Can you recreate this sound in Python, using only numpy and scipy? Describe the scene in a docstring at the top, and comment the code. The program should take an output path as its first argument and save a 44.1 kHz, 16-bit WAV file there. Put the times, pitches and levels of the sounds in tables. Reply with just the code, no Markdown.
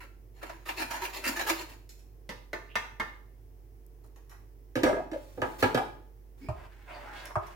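"""Kitchen: a nutmeg is rasped on a small steel grater in a plastic frame, over a bowl of batter.
The grater is tapped clean four times, then stood on the counter, where it rocks and clatters.
A spoon stirs the batter and knocks the bowl; an appliance hums throughout.
Rasp and batter are dense random impulses, filtered; blows are noise rattles plus decaying modes;
skids and swishes are gliding resonances. Echoes place each source in the room."""
import sys
import numpy as np
from scipy import signal
from scipy.fft import rfft, irfft
from scipy.io import wavfile
from scipy.ndimage import uniform_filter1d

SR = 44100
rng = np.random.default_rng(int(sys.argv[2]) if len(sys.argv) > 2 else 0)


def log_audio(samples):
    """Write samples as a 16-bit WAV file to the path given in sys.argv[1]."""
    # one column per channel
    frames = np.atleast_2d(samples).T
    # limit to full scale, then quantise
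    limited = np.clip(frames, -1, 1)
    pcm = np.round(limited * 32767).astype(np.int16)
    wavfile.write(sys.argv[1], SR, pcm)


N = 332955

# All table levels are relative: source and room gains follow.
# nutmeg strokes: (start [s], time to hardest push [s], length [s], level [dB], tooth fizz [dB],
# singing mode [Hz], its level [dB])
STROKE_ROWS = [(0.0, 0.0027, 0.048, -49, -11, 2580, -82), (0.413, 0.014, 0.14, -49, -11.5, 2580, -60),
               (0.651, 0.031, .075, -44, -6, 2550, -49), (0.762, 0.065, 0.064, -36, -5.5, 2610, -41),
               (0.899, 0.041, 0.073, -35, -8.5, 930, -37.5), (1.012, 0.033, 0.043, -36, -5.5, 920, -34.5),
               (1.129, 0.046, 0.058, -40, -3, 2670, -47), (1.237, 0.026, 0.07, -32.5, -4.5, 2700, -35),
               (1.356, 0.059, 0.058, -35, -4, 1780, -37), (1.461, 0.035, 0.047, -28, -6.5, 2730, -46),
               (1.558, 0.06, 0.059, -40, -8.5, 2680, -64), (1.678, 0.018, .06, -52, -3.5, 2660, -59)]
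# light slides between strokes: (start [s], length [s], level [dB])
SLIDE_ROWS = [(0.334, .3, -66), (0.676, 0.79, -54.5), (1.208, 0.34, -55.5), (1.596, 0.14, -74)]
# grating plate modes: (frequency [Hz], width before damping [Hz], level [dB])
PLATE_MODES = [(337, 3.1, -1), (970, 74, -4), (1314, 36, 0), (1414, 43, -10.5), (1810, 110, -1),
               (2578, 39, -3), (3430, 68, -30), (3770, 120, -20), (4150, 46, -9), (5240, 51, -34.5),
               (6940, 53, -9.5), (8850, 77, -34.5), (11320, 380, -21.5), (13400, 190, -15)]
# rasp spectrum: (frequency [Hz], level [dB per Hz])
RASP_SPECTRUM = [(140, -56), (230, -31.5), (322, -8), (468, -22), (600, -8), (855, -6.5), (918, 3.5),
                 (1100, -6), (2390, -2), (2570, -4), (3360, -13.5), (4230, -12.5), (7870, -22.5),
                 (13900, -20.5), (16000, -25)]
# scrape on the plate before a tap: (time [s], length [s], level [dB], first [Hz], last [Hz], width [Hz])
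SCRAPE_ROWS = [(2.689, 0.067, -54, 2500, 3000, 706)]
# nutmeg catches on a tooth: (time [s], level [dB], bass [dB], treble [dB])
CATCH_ROWS = [(0.428, -27, 10.5, -7), (0.494, -27.5, 12.5, -3.5), (0.659, -30, 7, -6.2),
              (0.689, -16, -4, -5), (0.909, -21.5, 2.2, 1.5), (1.051, -20, -2.5, 2),
              (1.245, -27.5, -5.5, 3.5), (1.275, -18, -8, 11.5), (1.393, -16, 4.5, -7),
              (1.496, -12, -2.5, 2.5), (1.612, -30.5, -10, 5)]
# grater tapped clean: (time [s], peak [dB], bass [dB], treble [dB], rattle t60 [s])
TAP_ROWS = [(2.292, -28, -0.5, -3, 0.14), (2.531, -24, -8.5, -16.5, 0.056),
            (2.755, -17.5, -18, -17.5, 0.039), (2.998, -21.5, -15, -21, 0.1)]
# tap contact spectrum: (frequency [Hz], level [dB per Hz])
TAP_SPECTRUM = [(88, -32), (150, -16.5), (315, -13), (790, -9.5), (923, -2.5), (1360, -2.5), (1790, -4),
                (2020, -2), (2180, -9.5), (3350, -21), (5360, -30.5), (5790, -27), (7620, -38.5),
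                (11700, -40), (16000, -41)]
# hand-held grater modes: (frequency [Hz], level [dB], t60 [s])
HELD_MODES = [(670, -15, 0.08), (890, 0.5, 0.073), (1008, -3, 0.059), (1200, -12, 0.39), (1590, -7, 0.097),
              (1787, 12, 0.05), (1940, -26, 0.079), (2145, 0, 0.088), (2590, -9, 0.12), (3634, -25, .2),
              (4800, -21, 0.12)]
# grater lands, rocks, is moved: (time [s], peak [dB], bass [dB], treble [dB], rattle t60 [s])
KNOCK_ROWS = [(4.755, -16, -4, -15, 0.26), (4.834, -9.5, -5.5, -16, 0.16),
              (4.863, -13.5, -14.5, -50, 0.086), (4.891, -21, -17, -24, 0.062),
              (4.926, -19.5, -15, -47.5, 0.07), (4.966, -23, -14, -47, 0.09),
              (5.115, -30, -7.5, -16, 0.037), (5.132, -30, -4, -15, 0.25), (5.375, -25.5, 6, -23.5, 0.21),
              (5.418, -13.5, -17.5, -30.5, 0.17), (5.625, -6.5, -14, -22, 0.17),
              (5.631, -11.5, -13, -38.5, 0.11), (5.746, -9.5, -8.5, -19.5, 0.082),
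              (5.774, -15, -22, -25.5, 0.1)]
# counter contact spectrum: (frequency [Hz], level [dB per Hz])
KNOCK_SPECTRUM = [(35, -33), (60, -3), (124, -10), (184, -10), (338, 3.5), (427, -4.5), (593, -2.5),
                  (1470, -10), (1620, -19.5), (1860, -16), (2140, -20), (4320, -42.5), (7940, -52.5),
                  (13600, -55.5), (16000, -61)]
# frame on the counter, modes: (frequency [Hz], level [dB], t60 [s])
FRAME_MODES = [(112, -22.5, .25), (282, 4.5, 0.058), (355.1, -6, 0.37), (435, -4.5, 0.076), (507, 1, 0.15),
               (589, -17.5, 0.37), (653, -22.5, 0.16), (715, -15, 0.13), (860.2, -4.5, 0.43),
               (960, -7, 0.32), (1240, 1.5, 0.094), (1634, -3.5, 0.22), (1703, 0.5, 0.067),
               (1750, -29.5, 0.15)]
# feet judder on the counter: (time [s], length [s], level [dB], first [Hz], last [Hz], width [Hz])
SKID_ROWS = [(4.83, 0.041, -29.5, 335, 365, 130), (4.865, 0.05, -21.5, 550, 635, 150),
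             (4.92, 0.022, -28, 328, 356, 120), (4.925, 0.1, -32.5, 537, 697, 154),
             (4.966, 0.027, -39, 326, 400, 130), (5.128, 0.04, -31.5, 605, 565, 110),
             (5.765, 0.074, -29.5, 780, 780, 161)]
# high plate ring after landing, heard on through the rocking: (time [s], peak [dB])
ZING_ROWS = [(4.863, -31), (5.116, -48.5)]
# free plate modes: (frequency [Hz], level [dB], t60 [s])
ZING_MODES = [(2095, 2, 0.61), (2580, -6.5, 0.52), (4630, -5, 0.12), (5750, -1.5, 0.2), (8500, -10.5, 0.29),
              (10600, -15, 0.19)]
# low thumps, and the low body of the knocks:
# (time [s], level before rise [dB], frequency [Hz], t60 [s])
THUMP_ROWS = [(1.277, -35, 330, 0.15), (1.501, -22, 330, 0.12), (1.501, -32, 568, 0.077),
              (4.754, -21, 318, 0.12), (4.759, -28, 121, 0.13), (4.831, -13, 310, 0.088),
              (5.116, -24.5, 318, 0.1), (5.419, -28.5, 114, 0.087), (5.626, -32.5, 359, 0.22),
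              (5.63, -25, 114.5, 0.11), (5.745, -26, 248, .1), (5.749, -24.5, 123.6, 0.11),
              (6.485, -19.5, 118, 0.094), (6.495, -22, 78.4, 0.11), (6.541, -28, 73, 0.078),
              (7.367, -12.5, 102.5, 0.043)]
# spoon sweeps through batter: (start [s], length [s], level [dB], wet fizz [dB])
STIR_ROWS = [(6.393, 0.16, -78.5, 10.5), (6.552, 0.11, -54.5, -6.5), (6.676, 0.44, -69.5, 4.5),
             (6.863, 0.27, -50, -10.5), (7.121, 0.14, -51.5, 1), (7.276, 0.03, -44.5, -15),
             (7.4, 0.13, -65, 6.5)]
# batter pop spectrum: (frequency [Hz], level [dB per Hz])
BATTER_SPECTRUM = [(180, -17), (300, -10), (478, -9.5), (645, 0), (749, -1.5), (1140, -5), (1810, -6),
                   (2070, -9), (4370, -23.5), (8090, -30.5), (12700, -34.5), (16000, -32)]
# spoon swishes: (time [s], length [s], level [dB], first [Hz], last [Hz], width [Hz])
SWISH_ROWS = [(6.405, 0.045, -47, 247, 260, 163), (6.405, 0.067, -61.5, 2280, 2350, 251),
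              (6.405, 0.059, -67, 4900, 5060, 594), (6.87, 0.047, -49, 2090, 2500, 700),
              (6.92, 0.038, -57, 4300, 4450, 900), (6.94, 0.029, -47.5, 750, 865, 255),
              (7.04, 0.069, -49, 1080, 1540, 400), (7.14, 0.06, -53, 2600, 4050, 2200),
              (7.29, 0.013, -45, 1100, 980, 250)]
# spoon hits bowl: (time [s], peak [dB], bass [dB], treble [dB], rattle t60 [s])
SPOON_ROWS = [(6.486, -21.5, -2, -9.5, 0.023), (7.355, -11.5, -21.5, -33.5, 0.019)]
# spoon contact spectrum: (frequency [Hz], level [dB per Hz])
SPOON_SPECTRUM = [(120, -38), (200, -20.5), (271, -33), (360, -24), (532, -17), (624, 1), (800, -11),
                  (1030, -2.5), (1270, -10), (1340, -12), (1540, -18), (2200, -26), (3560, -56),
                  (14000, -70)]
# mixing bowl modes: (frequency [Hz], level [dB], t60 [s])
BOWL_MODES = [(349.4, -8, 0.23), (418, -7, 0.14), (638, -1.5, 0.17), (915, -16, 0.24), (995, 8, 0.095),
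              (1081, -3.5, 0.19), (1160, -18, 0.4), (1242, 3.5, 0.14)]
# ticks of things handled: (time [s], peak [dB], bass [dB], treble [dB], rattle t60 [s])
TICK_ROWS = [(1.892, -37, -18, 4, 0.014), (1.992, -51, -17, 3, 0.025), (4.039, -52.5, 14, -10, 0.088),
             (4.16, -47.5, 0, -15.5, 0.029), (4.295, -45, -24, -10, 0.053), (4.313, -43.5, -23, -24, 0.091),
             (7.256, -32, -9.5, -15, 0.0072), (7.466, -44, -17, -13, 0.037)]
# tick spectrum: (frequency [Hz], level [dB per Hz])
TICK_SPECTRUM = [(240, -76), (400, -7.5), (964, 0), (1630, -2.5), (4200, -26.5), (5600, -19), (7870, -29),
                 (13500, -25), (16000, -67)]
# crisp dry snaps: (time [s], peak [dB])
SNAP_ROWS = [(3.865, -40), (4.046, -48), (4.064, -46), (4.074, -47), (7.256, -26.5)]
# snap spectrum: (frequency [Hz], level [dB per Hz])
SNAP_SPECTRUM = [(2000, -38), (6000, -9), (11000, 1), (16000, -5)]
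# sleeve slides as the arm reaches across: (start [s], length [s], level [dB])
RUSTLE_ROWS = [(5.16, 0.29, -68), (5.446, .14, -63), (5.583, 0.027, -47.5), (6.37, .09, -72)]
# cloth spectrum: (frequency [Hz], level [dB per Hz])
CLOTH_SPECTRUM = [(500, -1.5), (2000, -6.5), (5500, -10.5), (9000, -13.5), (16000, -9.5)]
# appliance hum: (frequency [Hz], rms level [dB])
HUM_TONES = [(48.4, -53), (102.3, -74), (360.7, -74), (398.4, -77.5), (446.8, -75.5)]
# fan noise and hiss spectrum: (frequency [Hz], level [dB per Hz])
AIR_SPECTRUM = [(41, -39.5), (70, -6), (108, -1), (174, -21.5), (328, -12.5), (351, -17), (451, -16.5),
                (606, -24.5), (711, -23.5), (1370, -36.5), (1890, -34.5), (4000, -44), (5620, -39.5),
                (7560, -45), (16000, -35)]
# room decay: (frequency [Hz], t60 [s])
ROOM_T60 = [(100, 0.65), (350, 0.58), (1000, 0.47), (4000, 0.48), (8000, 0.45), (15000, 0.44)]
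# left-right likeness of echoes and air: (frequency [Hz], correlation [0-1])
LIKENESS = [(100, 0.55), (300, 0.69), (600, 0.21), (1200, 0.03), (4000, 0.016), (15000, .02)]

BASS_HZ, TREBLE_HZ, EDGE_HZ = 700, 3500, 16150
PLATE_CUT_HZ = 222  # low cut that keeps the plate ring thin
BITE_S, BITE_DB, EASE_DB, RELEASE_DB_PER_S = 0.0049, -6.5, -9.5, -500
BASS_START_DB, BASS_DB_PER_S, BASS_TOP_DB = -7.5, 191, 1.5  # frame shudder grows during a stroke
SING_S, SING_WIDTH_HZ = 0.042, 130
CATCH_T60_S = 0.023


def grating(chips_per_s=2600, rows_per_s=170, rows_db=3, ring_db=-4.0, bass_db=-2.4, fizz_db=4.0):
    """Teeth snap off tiny chips, in clumps as the rows pass; each chip rings the plate."""
    clumps = np.interp(np.arange(N) * rows_per_s / SR, np.arange(N), rng.standard_normal(N))
    chips = impulses(chips_per_s, cap=3) * amp(rows_db * np.clip(clumps, -1.5, 1.5))
    rung = np.zeros(N)
    for here in shares(per_s=17, count=7):
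        plate_ring = ring(loaded(plate(damping=1.3), detune=.035, spread_db=4))
        rung += signal.oaconvolve(chips * here, evened(plate_ring))[:N]
    thin_ring = split(rung, PLATE_CUT_HZ)[1]
    rasp = evened(colour(chips, RASP_SPECTRUM)) + amp(ring_db) * evened(thin_ring)
    low, middle, high = map(evened, bands(rasp))
    bass, push, fizz = stroking()
    return amp(bass_db) * bass * low + push * middle + amp(fizz_db) * fizz * high


def stroking(slide_bass_db=3.0, slide_fizz_db=-6):
    """Bass, middle and fizz gains: strokes bite, peak, ease and let go, over light sliding."""
    slide = sum(swell(s, length, attack_s=0.019, release_s=.025) * amp(db) for s, length, db in SLIDE_ROWS)
    power = (amp([[slide_bass_db], [0], [slide_fizz_db]]) * slide) ** 2
    t = np.arange(SR // 4) / SR
    bass = np.minimum(BASS_START_DB + BASS_DB_PER_S * t, BASS_TOP_DB)
    for s, peak_s, length, db, fizz, _, _ in STROKE_ROWS:
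        push_db = np.interp(t, [0, peak_s, max(length, peak_s)], [BITE_DB, 0, EASE_DB])
        push_db += RELEASE_DB_PER_S * np.maximum(t - length, 0)
        push = np.minimum(t / BITE_S, 1) * amp(db + push_db)
        for band, share in zip(power, (bass, 0, fizz)):
            add(band, s, (push * amp(share)) ** 2)
    return np.sqrt(power)


def singing():
    """As the teeth bite, slips excite one plate mode per stroke; a scrape glides upward."""
    rows = [(s, SING_S, db, hz, hz, SING_WIDTH_HZ) for s, _, _, _, _, hz, db in STROKE_ROWS]
    return chatter([*rows, *SCRAPE_ROWS], slips_per_s=880, spread_db=4.5, edge_s=0.013)


def catches(ring_db=-7):
    """The nutmeg snags and lets go, kicking the plate."""
    out = np.zeros(N)
    for s, db, bass, treble in CATCH_ROWS:
        modes = loaded(plate(damping=1.5), detune=.03, spread_db=4)
        low, middle, high = bands(blow(RASP_SPECTRUM, modes, CATCH_T60_S, ring_db))
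        sound = amp(bass) * low + middle + amp(treble) * high
        add(out, s, amp(db) * sound / crest(low + middle + high))
    return out


def plate(damping, hand_hz=35):
    """Steel plate modes as (Hz, dB, t60 s); damping and the gripping hand widen them all."""
    modes = []
    for hz, width, db in PLATE_MODES:
        t60 = np.log(1000) / np.pi / (width * damping + hand_hz)
        modes.append((hz, db + 10 * np.log10(width / PLATE_MODES[0][1]), t60))
    return modes


def loaded(modes, detune, spread_db):
    """Where the nutmeg presses, it shifts the modes and feeds some more than others."""
    draws = rng.uniform(-1.2, 1, (len(modes), 2))
    return [(hz * (1 + detune * a), db + spread_db * b, t60)
            for (hz, db, t60), (a, b) in zip(modes, draws)]


def taps():
    """Tapping rattles the contact and rings the hand-held grater."""
    return blows(TAP_ROWS, TAP_SPECTRUM, HELD_MODES, ring_db=0, bass_db=7, treble_db=9.5)


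def knocks():
    """Counter contacts rattle and ring the frame."""
    return blows(KNOCK_ROWS, KNOCK_SPECTRUM, FRAME_MODES, ring_db=-2.5, bass_db=14.0, treble_db=16)


def skids():
    """The feet judder across the counter, slipping through gliding resonances."""
    return chatter(SKID_ROWS, slips_per_s=1500, spread_db=0.5, edge_s=0.0058)


def zings():
    """High modes of the steel ring after landing and on through the rocking."""
    out = np.zeros(N)
    for s, db in ZING_ROWS:
        sound = ring(ZING_MODES)
        add(out, s, amp(db) * sound / crest(sound))
    return out


def thumps(rise_s=0.0052):
    """Low thumps and the low body of the knocks: single modes that swell for milliseconds and die."""
    out, t = np.zeros(N), np.arange(SR // 2) / SR
    for s, db, hz, t60 in THUMP_ROWS:
        add(out, s, ring([(hz, db, t60)]) * (1 - np.exp(-t / rise_s)) ** 2)
    return out


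def stirring(pops_per_s=2500, fizz_db=1.5, split_hz=1500):
    """The spoon drags through batter: each sweep is a dense run of tiny wet pops."""
    pops = impulses(pops_per_s, cap=4)
    low, high = map(evened, split(colour(pops, BATTER_SPECTRUM), split_hz))
    out = np.zeros(N)
    for s, length, db, fizz in STIR_ROWS:
        sweep = swell(s, length, attack_s=0.027, release_s=0.012) * amp(db)
        out += sweep * (low + amp(fizz + fizz_db) * high)
    return out


def swishes():
    """The spoon swishes through the batter: random impulses in gliding resonances."""
    return chatter(SWISH_ROWS, slips_per_s=2500, spread_db=3, edge_s=.026)


def spoon():
    """The spoon's short contact rattle rings the bowl."""
    return blows(SPOON_ROWS, SPOON_SPECTRUM, BOWL_MODES, ring_db=-4.5, bass_db=16.0, treble_db=13.5)


def ticks():
    """Small handling contacts, with a damped plate ring."""
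    return blows(TICK_ROWS, TICK_SPECTRUM, plate(damping=2.5), ring_db=-8, bass_db=-1, treble_db=15.5)


def snaps(decay_s=.0006):
    """Tiny dry noise clicks with no ring."""
    out, t = np.zeros(N), np.arange(SR // 50) / SR
    for s, db in SNAP_ROWS:
        sound = colour(rng.standard_normal(len(t)) * np.exp(-t / decay_s), SNAP_SPECTRUM)
        add(out, s, amp(db) * sound / crest(sound))
    return out


def rustle(fibres_per_s=4000):
    """Cotton slides as the arm reaches across: dense fibre impulses."""
    cloth = evened(colour(impulses(fibres_per_s, cap=4), CLOTH_SPECTRUM))
    return cloth * sum(swell(s, length, attack_s=0.0074, release_s=.009) * amp(db)
                       for s, length, db in RUSTLE_ROWS)


def background(hum_db=0.9, hum_pan_db=-5, air_db=-59.5):
    """Mains hum of an appliance, as steady sines, over soft fan noise and hiss."""
    t = np.arange(N) / SR
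    hum = sum(np.sqrt(2) * amp(db) * np.sin(2 * np.pi * (hz * t + rng.random())) for hz, db in HUM_TONES)
    left, right = [colour(noise, AIR_SPECTRUM) for noise in rng.standard_normal((2, N))]
    sides = np.array([[.5], [-.5]])
    return amp(hum_db + hum_pan_db * sides) * hum + amp(air_db) * evened(pair(left, right))


def blows(rows, spectrum, modes, ring_db, bass_db, treble_db, crack_db=5, crack_s=0.0064):
    """Each blow has its own typed share of bass and treble."""
    out = np.zeros(N)
    for s, db, bass, treble, t60 in rows:
        low, middle, high = bands(blow(spectrum, modes, t60, ring_db))
        # first touch is brightest
        crack = 1 + amp(crack_db) * np.exp(-np.arange(len(high)) / SR / crack_s)
        sound = amp(bass + bass_db) * evened(low) + evened(middle)
        sound += amp(treble + treble_db) * evened(high * crack)
        add(out, s, amp(db) * sound / crest(sound))
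    return out


def blow(spectrum, modes, t60, ring_db):
    """A rattling contact, with the ring of the struck thing."""
    t = np.arange(SR // 2) / SR
    rattle = rng.choice([-1., 1.], len(t)) * amp(-60 * t / max(t60, .004))
    return evened(colour(rattle, spectrum)) + amp(ring_db) * evened(ring(modes))


def ring(modes):
    """Half a second of decaying modes, each starting up or down at random."""
    t = np.arange(SR // 2) / SR
    return sum(rng.choice([-1, 1]) * amp(db - 60 * t / max(t60, .01)) * np.sin(2 * np.pi * hz * t)
               for hz, db, t60 in modes)


def chatter(rows, slips_per_s, spread_db, edge_s):
    """Quick uneven slips feed a resonance that may glide as the contact moves."""
    out, t = np.zeros(N), np.arange(SR // 4) / SR
    for s, length, db, first_hz, last_hz, width in rows:
        sizes = amp(spread_db * rng.standard_normal(len(t))) * rng.choice([-1, 1], len(t))
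        slips = sizes * (rng.random(len(t)) < slips_per_s / SR)
        glide_hz = np.interp(t, [0, length], [first_hz, last_hz])
        turn = np.exp(2j * np.pi * np.cumsum(glide_hz) / SR)
        r = np.exp(-np.pi * width / SR)
        # filter at 0 Hz, then shift up; the first pass warms up the resonance
        swing = signal.lfilter([1], np.poly([r, r]), np.tile(slips / turn, 2))[len(t):]
        gain = np.clip(t / edge_s, 0, 1) * np.exp(-np.maximum(t - length, 0) / edge_s)
        sound = (turn * swing).real * gain
        add(out, s, amp(db) * sound / np.sqrt(np.sum(sound ** 2) / np.sum(gain ** 2)))
    return out


def impulses(per_s, cap, spread_db=3):
    """Random impulses of either sign and uneven size."""
    size = amp(spread_db * np.minimum(rng.exponential(1, N), cap))
    return size * rng.choice([-1, 1], N) * (rng.random(N) < per_s / SR)


def swell(start, length, attack_s, release_s):
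    """Gain of one gesture: it rises, holds for its length and dies away."""
    t = np.arange(N) / SR - start
    return np.clip(t / attack_s, 0, 1) * np.exp(-np.maximum(t - length, 0) / release_s)


def shares(per_s, count):
    """Rotating windows whose squares sum to 1: a moving thing passes through several positions."""
    away = (np.arange(N) * per_s / SR - np.arange(count)[:, None] + 1) % count - 1
    return np.cos(np.pi / 2 * np.minimum(abs(away), 1))


def amp(db):
    """Decibels to gain."""
    return 10 ** (np.asarray(db) / 20)


def evened(x):
    """Scales to rms 1."""
    return x / np.sqrt(np.mean(x ** 2) + 1e-20)


def crest(x, size=128):
    """Height of the loudest few milliseconds."""
    return 2 * np.sqrt(uniform_filter1d(x ** 2, size).max())


def read(points, hz):
    """Reads a table on a log-frequency axis."""
    f, value = np.transpose(points)
    return np.interp(np.log(hz + 1), np.log(f + 1), value)


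def add(mix, s, sound):
    """Mixes a sound in at time s."""
    part = mix[max(round(s * SR), 0):][:len(sound)]
    part += sound[:len(part)]


def colour(x, spectrum, size=4096):
    """Causal minimum-phase filter with the given spectrum."""
    gain_db = np.maximum(read(spectrum, abs(np.fft.fftfreq(size, 1 / SR))), -100)
    log_gain = np.log(amp(gain_db))
    taps = np.fft.ifft(np.exp(np.conj(signal.hilbert(log_gain)))).real[:size // 2]
    return signal.oaconvolve(x, taps)[:len(x)]


def split(x, hz):
    """The parts below and above hz; together they sound like the whole."""
    parts = [signal.butter(2, hz, kind, fs=SR, output="sos") for kind in ("low", "high")]
    return [signal.sosfilt(np.vstack([p, p]), x) for p in parts]


def bands(x):
    """Bass, middle and treble."""
    bass, rest = split(x, BASS_HZ)
    return bass, *split(rest, TREBLE_HZ)


def kitchen(x, level_db, pan_db, near_db, room_db, lag_s=0., count=1):
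    """Direct sound, quick reflections and room tail; count > 1 varies echoes as the arms move."""
    # positive pan: louder left; positive lag: later left
    direct = np.array([np.interp(np.arange(N) - lag_s * SR, np.arange(N), x), x])
    parts = x * shares(per_s=9, count=count) if count > 1 else [x]
    near, far = np.zeros((2, N)), np.zeros((2, N))
    for part in parts:
        reflections = echoes([(100, 0.16), (15000, 0.072)], gap_s=.0008, size=4096)
        near += signal.oaconvolve(part[None], reflections, axes=1)[:, :N]
        tail = echoes(ROOM_T60, gap_s=.009, size=32768)
        far += signal.oaconvolve(part[None], tail, axes=1)[:, :N]
    heard = (direct + amp(near_db) * near + amp(room_db) * far) / np.sqrt(1 + amp(near_db) ** 2)
    return amp(level_db + np.array([[pan_db], [-pan_db]]) / 2) * heard


def echoes(t60_table, gap_s, size):
    """Stereo tail of sparse taps, each band dying at its own speed."""
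    impulse_taps = rng.choice([-1., 1.], (2, size)) * (rng.random((2, size)) < .15)
    hz, t, z = signal.stft(impulse_taps, SR, nperseg=256)
    decay = amp(-60 * t / np.maximum(read(t60_table, hz), .01)[:, None])
    tail = signal.istft(z * decay, SR)[1][:, :size]
    tail = np.pad(pair(*tail), ((0, 0), (round(gap_s * SR), 0)))
    return tail / np.linalg.norm(tail[0])


def pair(a, b):
    """Two unrelated signals become a left and right that share mostly their bass."""
    same = np.clip(read(LIKENESS, np.fft.rfftfreq(len(a), 1 / SR)), -1, 1)
    angle, A, B = np.arccos(same) / 2, rfft(a), rfft(b)
    return np.array([irfft(A * np.cos(angle) + side * B * np.sin(angle), len(a)) for side in (1, -1)])


def scene():
    """Grating, tapping, setting down and stirring, each at its place in the kitchen."""
    return (kitchen(grating(), level_db=-2.5, pan_db=-0.5, near_db=5, room_db=1.0, count=5)
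            + kitchen(singing(), level_db=-4, pan_db=-4, near_db=-3.2, room_db=-6.5)
            + kitchen(catches(), level_db=-3.0, pan_db=-2.0, near_db=11.0, room_db=0.5, count=3)
            + kitchen(taps(), level_db=2.5, pan_db=-1.5, near_db=2.5, room_db=0.5, count=3)
            + kitchen(knocks(), level_db=-3.5, pan_db=-1.2, near_db=-0.5, room_db=-3.0, lag_s=0.00016)
            + kitchen(skids(), level_db=-3.5, pan_db=1.3, near_db=-23.5, room_db=-10.5, lag_s=0.00011)
            + kitchen(zings(), level_db=-3.0, pan_db=-1.5, near_db=-23.5, room_db=-13)
            + kitchen(thumps(), level_db=1.5, pan_db=-5.0, near_db=-15, room_db=-14)
            + kitchen(stirring() + swishes(), level_db=-1.5, pan_db=-0.5, near_db=2.5, room_db=-3.5, count=3)
            + kitchen(spoon(), level_db=-1.5, pan_db=-0.5, near_db=6.5, room_db=1.5, lag_s=-0.000082)
            + kitchen(ticks(), level_db=-0.5, pan_db=-1.5, near_db=7.0, room_db=8.5, count=3)
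            + kitchen(snaps(), level_db=-11.5, pan_db=9, near_db=-12, room_db=-16)
            + kitchen(rustle(), level_db=6.5, pan_db=-1.5, near_db=14, room_db=-21)
            + background())


def record(dry):
    """The recorder's upper band limit."""
    lowpass = signal.firwin(511, EDGE_HZ, window=("kaiser", 9), fs=SR)
    return signal.oaconvolve(dry, lowpass[None], "same")


dry = scene()
out = record(dry)
log_audio(out)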